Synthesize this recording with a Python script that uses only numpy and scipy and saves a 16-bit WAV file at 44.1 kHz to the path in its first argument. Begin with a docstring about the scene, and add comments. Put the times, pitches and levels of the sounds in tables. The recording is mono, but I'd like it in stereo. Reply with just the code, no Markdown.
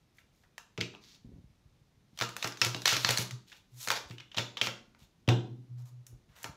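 """Over a faint steady hiss come first light rubs and small taps, then a deck of stiff oracle cards at work.
The deck is cut, riffled, bridged and squared over a table in a small live room, close to a stereo microphone.
Card contacts are noise bursts and grainy friction split into flex, body and edge bands; air moves in low puffs.
Knocks are dull noise thuds that ring decaying table modes, and one low table note hums under the hands.
Most of the sound also feeds a room tail built from noise that dies at its own pace in each band."""
import sys
import numpy as np
from scipy import signal
from scipy.fft import rfft, irfft, next_fast_len
from scipy.io import wavfile

SR = 44100
rng = np.random.default_rng(int(sys.argv[2]) if len(sys.argv) > 2 else 0)


def wav_out(sig):
    """Save sig, one row per channel (or a flat mono array), as 16-bit PCM at SR to the path in sys.argv[1]."""
    wavfile.write(sys.argv[1], SR, np.round(np.clip(np.atleast_2d(sig).T, -1, 1) * 32767).astype(np.int16))


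N = 289296
TIME = np.arange(N) / SR   # seconds

# Steady hiss of the place. Each row: frequency in Hz, relative level in dB.
HISS_SPECTRUM = [(15, -32), (25, -6), (130, -2), (516, -18), (1610, -25.5), (2220, -25), (3250, -27),
                 (3820, -25.5), (4370, -28), (6210, -29.5), (7920, -36), (14400, -40), (16000, -51.5)]
# Tail of the small live room. Each row: frequency in Hz, 60 dB decay time in s,
# reverberant energy in dB relative to the sound sent in.
ROOM_TAIL = [(90.5, 0.6, -3), (197, 0.82, -0.5), (477, .42, -2.5), (1060, 0.41, 0), (2207, 0.33, -4),
             (4500, .37, -3.5), (8000, .33, -3), (13940, 0.21, -5.5)]
# Colour difference of the two microphone ports. Each row: frequency in Hz, left minus right in dB.
PORT_DIFFERENCE = [(60, 4), (200, 0.5), (1300, 0.5), (2400, 0.5), (4400, -0.5), (8100, -6), (10000, 2.5),
                   (12500, 14), (15000, 10)]
# Modes of the table. 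Each row: frequency in Hz, relative level in dB, 60 dB decay time in s.
TABLE_MODES = [(120.5, 5.5, 0.35), (156, -4, 0.15), (174, -6.5, 0.21), (254, -15, 0.15), (347, -13.5, 0.38),
               (376, -13.5, .35), (440, -15.5, 0.22), (530, -29, .25), (733, -29, 0.11),
               (892, -31.5, 0.092)]
# The table's lowest mode hums while the hands work. Each row: start in s, hold in s, rms level in dB.
TABLE_HUMS = [(2.677, 0.037, -46.5), (2.984, 0.041, -43.5), (3.099, 0.037, -39.5), (3.222, 0.053, -46),
              (3.334, 0.011, -37.5), (3.737, 0.056, -52.5), (5.516, 0.013, -41.5), (5.599, 0.013, -47.5),
              (5.714, 0.13, -42.5), (5.926, 0.087, -49), (6.106, 0.034, -54)]
# Soft low puffs as the hands move the packets through the air.
# Each row: start in s, energy in dB re 1 ms at full level, before panning.
AIR_PUFFS = [(1.44, -40.5), (1.498, -47), (1.656, -44), (1.812, -48.5), (1.975, -50.5), (2.13, -46),
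             (4.055, -42.5), (5.019, -44.5), (6.133, -37), (6.296, -45), (6.489, -34.5)]
# Light rubs of fingers and packets. Each row: start in s, length in s, level in dB, resonance in Hz,
# body in dB and edge in dB, both relative to the flex.
LIGHT_RUBS = [(0.139, 0.078, -77, 1500, -27, 0.5), (0.315, .15, -82, 4000, -14, -1.5),
              (0.998, 0.18, -61, 4400, -25, -14.5), (3.459, 0.14, -62.5, 3000, -23, -9),
              (4.071, 0.082, -70, 5000, -12, -0.5), (4.978, 0.082, -68, 3490, -8, -6),
              (5.768, 0.064, -72.5, 4980, -1.5, -3.5), (5.85, 0.048, -71.5, 4480, -2, 1.5),
              (6.276, 0.14, -73.5, 1720, -2, -10), (6.348, 0.097, -62, 1610, -4.5, -4.5)]
# Faces slide through the riffle, the bridge and the squaring.
# Each row: start in s, hold in s, level in dB (both channels' power summed), edge in dB relative to the flex.
FACE_SLIDES = [(2.2, .01, -56, -7), (2.4, 0.054, -48.5, -12.5), (2.6, 0.36, -53, -7.5),
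               (2.97, 0.22, -40.5, -6.5), (3.815, 0.035, -46, 1.5), (3.89, 0.054, -56, -7.5),
               (4.4, 0.011, -52, -7), (4.66, 0.0085, -52, -33)]
# Runs of cards let go in quick succession.
# Each row: start in s, length in s, level in dB, edge in dB relative to the flex.
CARD_RUNS = [(2.212, 0.036, -39.5, -11.5), (2.428, 0.052, -48, -6), (2.619, 0.057, -34, -15),
             (2.86, 0.094, -29.5, -13.5), (2.943, 0.041, -36.5, -24), (3.056, .095, -36, -21),
             (3.176, 0.057, -40.5, -6), (3.899, 0.086, -39.5, -14), (4.364, 0.037, -37.5, -16),
             (4.623, 0.059, -40.5, -10.5)]
# The deck or a packet lands on the table.
# Each row: start in s, energy in dB re 1 ms at full level (both channels summed), brightness in Hz.
TABLE_KNOCKS = [(.783, -24.5, 523), (.812, -32, 318), (2.212, -25, 644), (2.445, -26.5, 740),
                (2.617, -29, 560), (2.66, -27, 480), (2.748, -28, 570), (2.857, -34, 804),
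                (2.925, -27, 585), (2.963, -29.5, 598), (3.046, -29, 526), (3.093, -24.5, 600),
                (3.191, -28, 412), (3.875, -32, 820), (3.903, -22, 1420), (3.965, -36, 754),
                (4.104, -37.5, 356), (4.37, -29, 520), (4.389, -26.5, 577), (4.616, -26.5, 670),
                (4.671, -31.5, 490), (5.281, -13, 430), (5.2899, -17.5, 800), (5.322, -18.5, 555),
                (6.126, -49, 350), (6.445, -33.5, 857)]
# The packet's edge taps a finger or the table. Each row: start in s, energy in dB re 1 ms before placing,
# flex resonance in Hz, body in dB relative to the flex, decay time constant in s.
EDGE_TAPS = [(0.184, -48, 1950, -25, .0057), (0.187, -54.5, 1500, -20, 0.004),
             (.4358, -55, 1610, -4, 0.0091), (0.777, -30, 2500, -13, 0.004), (0.806, -25, 2910, -22, 0.012),
             (0.811, -21, 2520, -28, 0.0016), (0.939, -48, 3240, 4, 0.0044),
             (0.9495, -41.5, 2700, -5, 0.0011), (3.5181, -41, 1604, -22.5, .007),
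             (3.5269, -44, 3080, -10, 0.0016), (4.0985, -43, 2860, -23, .0015),
             (4.109, -38, 2340, -15.5, 0.0043), (4.182, -38, 3080, -24.5, 0.003),
             (4.1999, -38.5, 2900, -17, 0.0055), (4.205, -40.5, 2330, -17, .002),
             (4.316, -40.5, 2930, -21, 0.0051), (4.3452, -35, 3060, -8, 0.0045),
             (4.369, -37, 4150, -25, 0.0052), (4.3734, -24, 3570, -30, 0.0018),
             (4.3807, -23.5, 3850, -11.5, 0.0017), (4.3833, -18, 2970, -12.5, .002),
             (4.57, -25.5, 3240, -11, 0.0089), (4.614, -14, 3120, -25, 0.001),
             (4.6171, -18.5, 2600, -23, 0.0015), (4.6707, -21.5, 2590, -7, 0.0022),
             (4.948, -52, 1278, -7, 0.002), (5.2772, -29.5, 3170, -21, 0.0027),
             (5.288, -14.5, 2870, -8, 0.003), (6.4433, -29.5, 1610, -1.5, .002)]
# Single cards spring off the thumb. Each row: start in s, energy in dB re 1 ms before placing,
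# flex resonance in Hz, edge in dB relative to the flex.
CARD_SNAPS = [(0.5801, -34, 1670, -8.5), (2.175, -40, 3040, -8), (2.1886, -29, 5880, -12.5),
              (2.201, -29, 2304, -12), (2.2118, -19.5, 1360, -17), (2.2217, -20, 1700, -19),
              (2.2905, -34, 2360, -8.5), (2.3655, -28, 1690, -4.5), (2.4262, -21.5, 2640, -15.5),
              (2.4437, -19.5, 1390, -16.5), (2.4737, -28.5, 5500, -6), (2.522, -34.5, 5100, -20),
              (2.572, -36.5, 6130, -15.5), (2.6155, -11, 5180, -19.5), (2.6192, -15.5, 2580, -16.5),
              (2.648, -19.5, 2350, -3), (2.746, -24.5, 2920, -21), (2.763, -35, 4700, -11),
              (2.8191, -32.5, 3970, -9), (2.8554, -15.5, 5830, -10), (2.857, -11, 4100, -21),
              (2.8776, -13, 3860, -11), (2.9234, -26.5, 1900, -9), (2.9299, -24, 3900, -4.5),
              (2.9663, -20.5, 5600, -12), (3.032, -35.5, 3780, -19.5), (3.0474, -11.5, 4170, -27),
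              (3.07, -31.5, 1890, -4), (3.0896, -15, 1850, -11.5), (3.1061, -17.5, 4300, -4.5),
              (3.11, -27, 2300, -2), (3.1738, -17, 4340, -7), (3.1833, -21.5, 5860, -4),
              (3.3094, -32, 6070, -10.5), (3.8739, -24, 1480, -8.5), (3.885, -22.5, 6660, -9),
              (3.9032, -15, 1490, -11), (3.915, -20, 2320, -10.5), (3.963, -31, 1700, -14),
              (6.0664, -42, 5830, 6), (6.43, -36.5, 7160, 10), (6.4424, -30.5, 4000, -7.5)]
# Spectrum of a flexing card. Each row: frequency in Hz, relative level in dB.
FLEX_SPECTRUM = [(1200, 2.5), (1700, 0), (2500, 1), (4000, 2.5), (4700, 0.5), (5800, -1.5), (7000, -5.5),
                 (8000, -16)]
# Spectrum of the sizzle at a card's edge. Each row: frequency in Hz, relative level in dB.
EDGE_SPECTRUM = [(6500, 4.5), (8500, -7), (12000, -7.5), (16000, -12.5)]

HISS_DB = -66.5   # rms before the final rounding and top cut
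CUTOFF_HZ = 15600
HUM_RISE_DB_PER_S, HUM_FALL_DB_PER_S = 700, 329.5
PUFF_HZ, PUFF_DECAY_S = 151, 0.0076   # upper band limit, decay time constant
# a flurry of puffs as the halves are pulled apart; the level is varied from puff to puff
DRAUGHT_S, DRAUGHT_LENGTH_S = 1.243, .165
DRAUGHT_DB, DRAUGHT_HZ, DRAUGHT_DECAY_S = -38, 250, 0.016
RUB_WIDTH = 0.74   # width of a rub's resonance as a share of its frequency
SLIDE_RISE_DB_PER_S, SLIDE_FALL_DB_PER_S = 331, 248.5
THUD_DECAY_S, THUD_SHORTENS = .018, 0.59   # at 450 Hz; brighter is shorter by this power of its brightness
THUD_OCTAVES = 1.7   # a thud reaches this far below its brightness
RING_DB, RING_DB_PER_OCTAVE = -11, -11.5   # re a knock at 450 Hz; brighter, lighter contacts move the table less
TAP_EDGE_DB, TAP_EDGE_GROWS = -24, 0.19   # sizzle of a -25 dB tap; dB more for each dB harder
TAP_RING_DB, TAP_RING_FALLS = 10, 0.19   # resonance of a -25 dB tap; dB less for each dB harder
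TAP_WIDTH_HZ, TAP_ROOM_DB = 510, 0.5   # width of that resonance; room send
SNAP_DECAY_S, SNAP_SHORTENS = .0026, 0.092   # scatter after a -25 dB snap; dB shorter for each dB harder
SNAP_RING_DB, SNAP_WIDTH_HZ, SNAP_ROOM_DB = 6.5, 360, -0.5   # flex resonance, its width; room send
BODY_DB, BODY_DB_PER_OCTAVE = -11, -6   # air pushed by flex at 2.5 kHz; stiffer, higher flexes push less


def from_db(db):
    """Decibels to gain."""
    return 10 ** (np.asarray(db) / 20)


def at_hz(points, hz, axis=1):
    """Reads a table on a log-frequency axis."""
    points = np.array(points)
    return np.interp(np.log(np.maximum(hz, 1)), np.log(points[:, 0]), points[:, axis])


def rms_one(x):
    """Scales each channel to rms 1."""
    return x / np.sqrt(np.mean(x ** 2, axis=-1, keepdims=True) + 1e-20)


def one_ms(x):
    """Scales each channel to the energy of one millisecond at full level."""
    return rms_one(x) * np.sqrt(SR / 1000 / x.shape[-1])


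def band(x, low_hz, high_hz, order=2):
    """Butterworth band-pass."""
    limits = [low_hz, min(high_hz, .45 * SR)]
    return signal.sosfilt(signal.butter(order, limits, "band", fs=SR, output="sos"), x)


def colour(x, points):
    """Causal (minimum-phase) filter that follows a table of frequency in Hz and level in dB."""
    size = 2 * next_fast_len(x.shape[-1] // 2 + 512, True)
    gain = from_db(at_hz(points, np.fft.rfftfreq(size, 1 / SR)))
    cepstrum = irfft(np.log(gain))
    cepstrum[1:size // 2] *= 2   # folding the cepstrum makes the phase minimal
    cepstrum[size // 2 + 1:] = 0
    return irfft(rfft(x, size) * np.exp(rfft(cepstrum)))[..., :x.shape[-1]]


def resonance(x, hz, width_hz):
    """One two-pole resonance with gain about 1 at its top."""
    r = np.exp(-np.pi * width_hz / SR)
    feedback = [1, -2 * r * np.cos(2 * np.pi * hz / SR), r * r]
    return signal.lfilter(np.array([1, 0, -1]) * (1 - r * r) / 2, feedback, x)


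def pair(size, alike):
    """Two noises with a given correlation."""
    mid, side = rng.standard_normal((2, size))
    alike = np.clip(alike, 0, 1)
    return np.sqrt((1 + alike) / 2) * mid + np.sqrt((1 - alike) / 2) * side * [[1], [-1]]


def add(out, s, sound):
    """Mixes a sound in at a time in seconds."""
    at = int(np.clip(round(s * SR), 0, N - 1))
    out[:, at:at + sound.shape[-1]] += sound[:, :N - at]


def pan(db):
    """Gains of left and right that differ by this many dB."""
    return from_db(.5 * db * np.array([[1], [-1]]))


def swell(start, hold, rise_db_per_s, fall_db_per_s):
    """Gain that rises to 1, holds and dies away, straight in dB."""
    early = rise_db_per_s * np.maximum(start - TIME, 0)
    late = fall_db_per_s * np.maximum(TIME - start - hold, 0)
    return from_db(-np.minimum(early + late, 120))


def burst(decay, alike, crack, size):
    """A sharp first contact and the dying scatter that follows it."""
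    x = pair(size, alike) * np.exp(-np.arange(size) / SR / max(decay, 1e-4))
    x[:, 0] += crack
    return x


def grains(size, per_s, spread_db, hiss):
    """Tiny contacts of uneven size over smooth friction."""
    born = rng.random(size) < per_s / SR
    sizes = born * from_db(spread_db * np.minimum(rng.exponential(1, size), 3))
    # each contact dies with a time constant of 0.36 ms
    grip = signal.lfilter([1], [1, -np.exp(-1 / (0.00036 * SR))], sizes + 1e-18)
    return pair(size, alike=0.22) * (rms_one(grip) + hiss)


def card(force, body_db, edge_db, ring_hz, ring_db, ring_width_hz=450):
    """A driven card: it flexes in the upper mids, pushes air lower down and sizzles at its edge."""
    flex = colour(band(force, 1450, 7600, order=3), FLEX_SPECTRUM)
    flex = rms_one(flex + from_db(ring_db) * resonance(flex, ring_hz, ring_width_hz))
    body = rms_one(band(force, 520, 1300))
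    edge = rms_one(colour(band(force, 7400, 17000, order=3), EDGE_SPECTRUM))
    # the body is subtracted so that it fills in, not cancels, where its filter meets the flex filter
    return flex - from_db(body_db) * body + from_db(edge_db) * edge


def click(level_db, hz, body_db, edge_db, ring_db, width_hz, decay, spread_s=.0016):
    """One card contact: left and right direct sound, then what goes out into the room."""
    towards = burst(decay, alike=0.53, crack=1.2, size=1400)
    # other directions arrive spread out in time
    around = burst(decay + spread_s, alike=0, crack=0, size=1400)[:1]
    force = np.vstack([towards, around])
    return from_db(level_db) * one_ms(card(force, body_db, edge_db, hz, ring_db, width_hz))


def hiss_floor():
    """The faint steady hiss: coloured noise, partly shared by the two channels."""
    return from_db(HISS_DB) * rms_one(colour(pair(N, alike=0.24), HISS_SPECTRUM))


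def room(x, build_s=0.001, gap_s=0.0013):
    """Uneven early reflections thicken into a tail that dies band by band."""
    t = TIME[:int(.8 * SR)]
    edges = np.geomspace(60, 17000, 15)   # Hz
    onset = 1 - np.exp(-np.maximum(t - gap_s, 0) / build_s)
    lumps = from_db(3 * np.exp(-t / .04) * rng.standard_normal(len(t)))   # the unevenness fades
    white = [pair(len(t), alike=0.045) * lumps for _ in range(2)]
    response = 0
    for k, (low, high) in enumerate(zip(edges, edges[1:])):
        hz = np.sqrt(low * high)
        noise = white[k % 2]
        shared = 1 / (1 + (hz / 450) ** 2)   # long waves reach both ports alike
        blend = shared * noise[0] + (1 - shared) * noise
        dying = from_db(-60 * t / at_hz(ROOM_TAIL, hz))
        tail = rms_one(band(blend * onset * dying, low, high, order=3))
        share = np.sqrt(2 * (high - low) / SR / len(t))   # the band's part of the whole spectrum
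        response = response + from_db(at_hz(ROOM_TAIL, hz, axis=2)) * tail * share
    return signal.fftconvolve(x[:1], response, axes=1)[:, :N]


def boom(hz=123.0, wander=0.15):
    """The lowest table mode keeps humming, its phase drifting, while the hands press and shift."""
    gain = sum(from_db(db) * swell(s, hold, HUM_RISE_DB_PER_S, HUM_FALL_DB_PER_S) for s, hold, db in TABLE_HUMS)
    drift = np.interp(TIME, np.linspace(0, TIME[-1], 50), rng.standard_normal(50))
    return gain * np.sqrt(2) * np.sin(2 * np.pi * hz * TIME + wander * drift)


def puff(level_db, hz, decay):
    """One soft push of air: a low-band noise burst."""
    push = burst(decay, alike=0.24, crack=5.7, size=5000)
    return from_db(level_db) * one_ms(band(push, 44, hz, order=3))


def puffs(pan_db=9, count=7):
    """Moving air touches mostly the left port and never reaches the room."""
    out = np.zeros((2, N))
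    for s, level_db in AIR_PUFFS:
        add(out, s, puff(level_db, PUFF_HZ, PUFF_DECAY_S))
    for k, (late, stronger) in enumerate(rng.uniform(-1.09, 1, (count, 2))):
        s = DRAUGHT_S + DRAUGHT_LENGTH_S * (k + 0.18 * late) / count
        add(out, s, puff(DRAUGHT_DB + 2 * stronger, DRAUGHT_HZ, DRAUGHT_DECAY_S))
    return out * pan(pan_db)


def rubs():
    """Short smooth friction strokes, each with its own colour."""
    out = np.zeros((2, N))
    for s, length, level_db, hz, body_db, edge_db in LIGHT_RUBS:
        size = int(length * SR)
        force = grains(size, per_s=230, spread_db=-1.5, hiss=1.4) * signal.windows.tukey(size, .35)
        stroke = card(force, body_db, edge_db, hz, ring_db=8.5, ring_width_hz=RUB_WIDTH * hz)
        add(out, s, from_db(level_db) * stroke)
    return out


def sliding(body_db=-15):
    """Card faces rub over each other with a smooth, bright hiss."""
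    face_power = edge_power = 0
    for s, hold, level_db, edge_db in FACE_SLIDES:
        gain = from_db(level_db) * swell(s, hold, SLIDE_RISE_DB_PER_S, SLIDE_FALL_DB_PER_S)
        face_power = face_power + gain ** 2
        edge_power = edge_power + (gain * from_db(edge_db)) ** 2
    force = grains(N, per_s=1300, spread_db=4.0, hiss=1.1)
    edge_db = 10 * np.log10(edge_power / face_power)   # averaged by power over the slides
    faces = card(force, body_db, edge_db, 3900, ring_db=6.5, ring_width_hz=2600)
    return np.sqrt(face_power / 2) * faces


def knocks(uneven_db=2):
    """Each knock is a dull thud and rings the table's modes; heavy, dull ones last longer and ring more."""
    thuds, rings = np.zeros((2, 2, N))
    t = TIME[:SR]
    modes = np.array([from_db(db - 60 * t / t60) * np.sin(2 * np.pi * hz * t) for hz, db, t60 in TABLE_MODES])
    modes = band(modes, 95, 2300, order=4)   # its low edge removes the low thump of the abruptly started sines
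    # each spot favours other modes
    strengths = from_db(uneven_db * rng.uniform(-1, 1, (len(TABLE_KNOCKS), len(TABLE_MODES))))
    for (s, level_db, hz), strength in zip(TABLE_KNOCKS, strengths):
        octaves = np.log2(hz / 450)
        decay = THUD_DECAY_S / 2 ** (THUD_SHORTENS * octaves)
        push = burst(decay, alike=.85, crack=0.5, size=6000)
        thud = band(push, hz / 2 ** max(THUD_OCTAVES, .5), hz)
        add(thuds, s, from_db(level_db) * one_ms(band(thud, 67, 1400)) / np.sqrt(2))
        ring_db = level_db + RING_DB + RING_DB_PER_OCTAVE * octaves
        add(rings, s, from_db(ring_db) * (strength @ modes)[None])
    return thuds, rings


def flutter(body_db=-18):
    """Many cards leave the thumb almost at once: short runs of dense, grainy contacts."""
    out = np.zeros((2, N))
    for s, length, level_db, edge_db in CARD_RUNS:
        size = int(length * SR)
        force = grains(size, per_s=900, spread_db=2.5, hiss=.9) * signal.windows.tukey(size, .3)
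        add(out, s, from_db(level_db) * card(force, body_db, edge_db, 2300, ring_db=-22))
    return out


def taps(close_db=1.0, pan_db=-1.0):
    """The packet is tapped square: a soft touch lets the flex resonance stand out, a hard one sizzles."""
    out = np.zeros((3, N))   # left, right, room send
    for s, level_db, hz, body_db, decay in EDGE_TAPS:
        harder_db = level_db + 25
        edge_db = TAP_EDGE_DB + TAP_EDGE_GROWS * harder_db
        ring_db = TAP_RING_DB - TAP_RING_FALLS * harder_db
        add(out, s, click(level_db, hz, body_db, edge_db, ring_db, TAP_WIDTH_HZ, decay))
    return out[:2] * from_db(close_db) * pan(pan_db), out[2:] * from_db(TAP_ROOM_DB)


def snaps(close_db=1, pan_db=-1.5):
    """Single cards spring free and slap the pile, the harder the shorter; returns direct sound and room send."""
    out = np.zeros((3, N))   # left, right, room send
    for s, level_db, hz, edge_db in CARD_SNAPS:
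        harder_db, octaves = level_db + 25, np.log2(hz / 2500)
        decay = SNAP_DECAY_S * from_db(-SNAP_SHORTENS * harder_db)
        body_db = BODY_DB + BODY_DB_PER_OCTAVE * octaves
        add(out, s, click(level_db, hz, body_db, edge_db, SNAP_RING_DB, SNAP_WIDTH_HZ, decay))
    return out[:2] * from_db(close_db) * pan(pan_db), out[2:] * from_db(SNAP_ROOM_DB)


def ports(x):
    """The two microphone ports differ in colour, each taking half of the difference."""
    left, right = ([(hz, sign * db / 2) for hz, db in PORT_DIFFERENCE] for sign in (1, -1))
    return np.array([colour(x[0], left), colour(x[1], right)])


def scene():
    """Cards and table, near and through the room, over the steady hiss."""
    (snapped, snaps_sent), (tapped, taps_sent) = snaps(), taps()
    rustle = flutter() + sliding() + rubs()
    thuds, rings = knocks()
    near = snapped + tapped + rustle + thuds
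    near[0] = np.roll(near[0], 2)   # samples; the cards are a little nearer to the right port
    hiss = hiss_floor()
    reverberant = room(snaps_sent + taps_sent + rustle + thuds)
    return ports(near + reverberant + rings + boom()) + puffs() + hiss


def record(dry, top=0.61):
    """The sharpest peaks are rounded by a soft limit; a steep low-pass cuts the top."""
    rounded = top * np.tanh(dry / top)
    return signal.sosfilt(signal.ellip(10, .1, 80, CUTOFF_HZ, fs=SR, output="sos"), rounded)


dry = scene()
out = record(dry)
wav_out(out)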